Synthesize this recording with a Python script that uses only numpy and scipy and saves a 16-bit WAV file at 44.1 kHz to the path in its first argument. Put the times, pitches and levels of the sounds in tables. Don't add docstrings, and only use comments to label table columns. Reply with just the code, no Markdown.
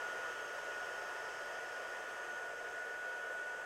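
import sys
import numpy as np
from scipy import signal
from scipy.fft import rfft, irfft
from scipy.io import wavfile

SR = 44100
rng = np.random.default_rng(int(sys.argv[2]) if len(sys.argv) > 2 else 0)


def file_out(sig):
    cols = np.atleast_2d(sig).T
    lim = np.clip(cols, -1, 1)
    pcm = np.round(lim * 32767).astype(np.int16)
    wavfile.write(sys.argv[1], SR, pcm)


N = 160965
CUTOFF_HZ = 15800

# frequency in Hz, level change in dB per unit of turn.
TURN_COLOUR = [(100, -0.5), (400, -1.5), (650, -0.5), (900, -2), (1120, -4.5), (1350, 0), (1700, -1.9),
               (2200, -1.8), (3000, -3), (4200, -2.2), (6400, -2.5), (8000, -1.6), (14000, -2)]


def from_db(db):
    return 10 ** (np.asarray(db) / 20)


def rms_one(x):
    return x / np.sqrt(np.mean(x ** 2) + 1e-20)


def in_time(rows):
    return np.interp(np.arange(N) / SR, *np.transpose(rows))


def at_hz(points, hz):
    points_hz, points_db = np.transpose(points)
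    return np.interp(np.log(np.maximum(hz, 1)), np.log(points_hz), points_db)


def drift(rate_hz):
    step = 40
    settle = 2000
    pole = np.exp(-2 * np.pi * rate_hz * step / SR)
    noise = rng.standard_normal(N // step + settle + 2)
    slow = signal.lfilter([1], [1, -2 * pole, pole * pole], noise)[settle:]
    return np.interp(np.arange(N) / step, np.arange(len(slow)), rms_one(slow))


def resonant_noise(hz, width_hz):
    edges_hz = [hz - width_hz / 2, hz + width_hz / 2]
    sos = signal.butter(2, edges_hz, "band", fs=SR, output="sos")
    return rms_one(signal.sosfilt(sos, rng.standard_normal(N)))


def fan(turn):
    # time in seconds, shaft turns per second.
    speed_curve = [(0, 289.81), (0.4, 290.66), (0.85, 291.54), (1.4, 291.32), (1.9, 291.41), (2.3, 292.34),
                   (2.52, 291.64), (2.95, 293.13), (3.2, 293.23), (3.5, 294.0), (3.65, 293.95)]
    # time in seconds, level in dB rms before flutter.
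    whine_level = [(0, -44), (.12, -44.5), (.42, -48.5), (.7, -47.5), (1, -48), (1.5, -48.9), (1.85, -48),
                   (2.18, -49), (2.34, -45.5), (2.58, -49.5), (2.7, -46.5), (2.95, -46.5), (3.08, -44.1),
                   (3.23, -46), (3.37, -44), (3.65, -46.5)]
    # multiple of the speed, level in dB rms before roughness and turn.
    orders = [(1, -83), (2, -67), (3, -66), (4, -65.5), (7, -72), (9, -74.5), (10, -74), (14, -85.5),
              (15, -84), (17, -79.5), (19, -79.5), (20, -80.5), (21, -82), (22, -74), (25, -82.5),
              (28, -87), (30, -90), (32, -91), (34, -84.5), (35, -87)]
    blades = 5
    speed_jitter_share, jitter_hz = .0004, 13.8
    whine_flutter_share, flutter_hz = 0.044, 49
    waver_db, waver_hz = 2.0, 1.9
    rough_share, rough_hz = 0.32, 16.5

    speed_hz = in_time(speed_curve) * (1 + speed_jitter_share * drift(jitter_hz))
    angle = 2 * np.pi * np.cumsum(speed_hz) / SR
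    flutter = 1 + whine_flutter_share * drift(flutter_hz)
    out = from_db(in_time(whine_level)) * flutter * np.sin(blades * angle)
    for multiple, db in orders:
        phase = round(multiple) * angle + rng.uniform(0, 2 * np.pi)
        rough = drift(rough_hz) * np.sin(phase) + drift(rough_hz) * np.cos(phase)
        tone = np.sin(phase) + rough_share * rough
        swell = rms_one(from_db(waver_db * drift(waver_hz)))
        turn_db = turn * at_hz(TURN_COLOUR, multiple * speed_hz.mean())
        out += from_db(db + turn_db) * swell * tone
    return np.sqrt(2) * out


def hum(turn):
    buzz_hz, level_db, db_per_turn = 120.1, -81.5, -3.5
    tone = np.sin(2 * np.pi * buzz_hz * np.arange(N) / SR)
    return np.sqrt(2) * from_db(level_db + db_per_turn * turn) * tone


def rush(turn, count=28):
    # frequency in Hz, density in dB per Hz.
    rush_spectrum = [(20, -97), (40, -96), (90, -101), (190, -98.5), (280, -92), (370, -83.5), (460, -77),
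                     (660, -76.5), (770, -79), (860, -85), (1000, -80), (1130, -87), (1210, -82),
                     (1400, -77), (1550, -81.5), (1700, -80), (1900, -82.5), (2100, -91), (2750, -91),
                     (3200, -91), (3550, -98), (4250, -104), (4700, -101), (5800, -102.5), (6750, -100.5),
                     (7500, -101.5), (8100, -100.5), (8700, -107), (9200, -106.5), (9700, -109.5),
                     (11000, -111), (11900, -110.5), (15700, -119)]
    turbulence_db, turbulence_hz = 0.46, 5.5

    hz = np.arange(N // 2 + 1) * SR / N
    white = rfft(rng.standard_normal(N)) * np.sqrt(SR / 2)
    air = white * from_db(at_hz(rush_spectrum, hz))
    centres_hz = np.geomspace(150, CUTOFF_HZ, count)
    out = np.zeros(N)
    for centre_hz, share in zip(centres_hz, np.eye(count)):
        band = irfft(air * np.interp(hz, centres_hz, share), N)
        turn_db = turn * at_hz(TURN_COLOUR, centre_hz)
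        out += band * from_db(turn_db + turbulence_db * drift(turbulence_hz))
    return out


def barrel(turn):
    # frequency in Hz, width in Hz, level in dB rms at turn 0, change in dB per unit of turn.
    resonances = [(454, 35, -65.5, 0), (522, 51, -63.5, -1), (704.4, 62, -64, 1.5), (959.5, 32, -67.5, 1.5),
                  (1312, 40, -64, -9), (1754, 46, -63, 1.5), (1838, 36, -61, -3), (2246, 120, -69.5, -0.5),
                  (2487, 30, -76.5, 2), (2596, 68, -72, -2), (3098, 98, -71, -4)]
    out = np.zeros(N)
    for hz, width_hz, db, db_per_turn in resonances:
        out += from_db(db + db_per_turn * turn) * resonant_noise(hz, width_hz)
    return out


def hiss(turn):
    # frequency in Hz, width in Hz, level in dB rms at turn 0.
    nozzle_bands = [(6190, 200, -74.5), (6400, 190, -73)]
    # frequency in Hz, width in Hz, relative level in dB.
    jet_bands = [(4950, 430, -1.5), (5467, 340, 0)]
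    # time in seconds, level in dB applied to both jet bands.
    jet_level = [(0, -74), (.6, -70.5), (1.2, -67.5), (1.85, -69.5), (2.3, -78), (2.6, -72), (3, -78),
                 (3.65, -78)]

    nozzle = np.zeros(N)
    for hz, width_hz, db in nozzle_bands:
        turn_db = turn * at_hz(TURN_COLOUR, hz)
        nozzle += from_db(db + turn_db) * resonant_noise(hz, width_hz)
    jet = sum(from_db(db) * resonant_noise(hz, width_hz) for hz, width_hz, db in jet_bands)
    return nozzle + from_db(in_time(jet_level)) * jet


def surroundings(x):
    # delay in ms, signed gain.
    echoes = [(3.76, -0.057), (4.84, 0.074), (5.75, 0.028), (7.03, -0.04), (7.91, -0.065), (8.99, -.07),
              (13.72, 0.075), (17.05, .05)]
    room_db, room_t60_s = -18.5, 0.23

    hz = np.arange(N // 2 + 1) * SR / N
    t = np.arange(N) / SR
    near = sum(gain * np.exp(-2j * np.pi * hz * ms / 1000) for ms, gain in echoes)
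    decay = from_db(-60 * t / room_t60_s)
    tail = rms_one(rng.standard_normal(N) * decay) / np.sqrt(N)
    response = 1 + near + from_db(room_db) * rfft(tail)
    return irfft(rfft(x) * response, N)


def scene():
    # time in seconds, turn (-1 facing to 1 turned away).
    turn_curve = [(0, -1.05), (.5, -0.45), (1, -0.51), (1.6, -.15), (2.1, -0.074), (2.5, .55), (3, 0.73),
                  (3.65, 1)]
    turn = in_time(turn_curve)
    air = rush(turn) + barrel(turn) + hiss(turn)
    return (fan(turn) + hum(turn) + surroundings(air))[None]


def record(dry):
    sos = signal.ellip(12, .05, 50, CUTOFF_HZ, fs=SR, output="sos")
    return signal.sosfiltfilt(sos, dry)


dry = scene()
out = record(dry)
file_out(out)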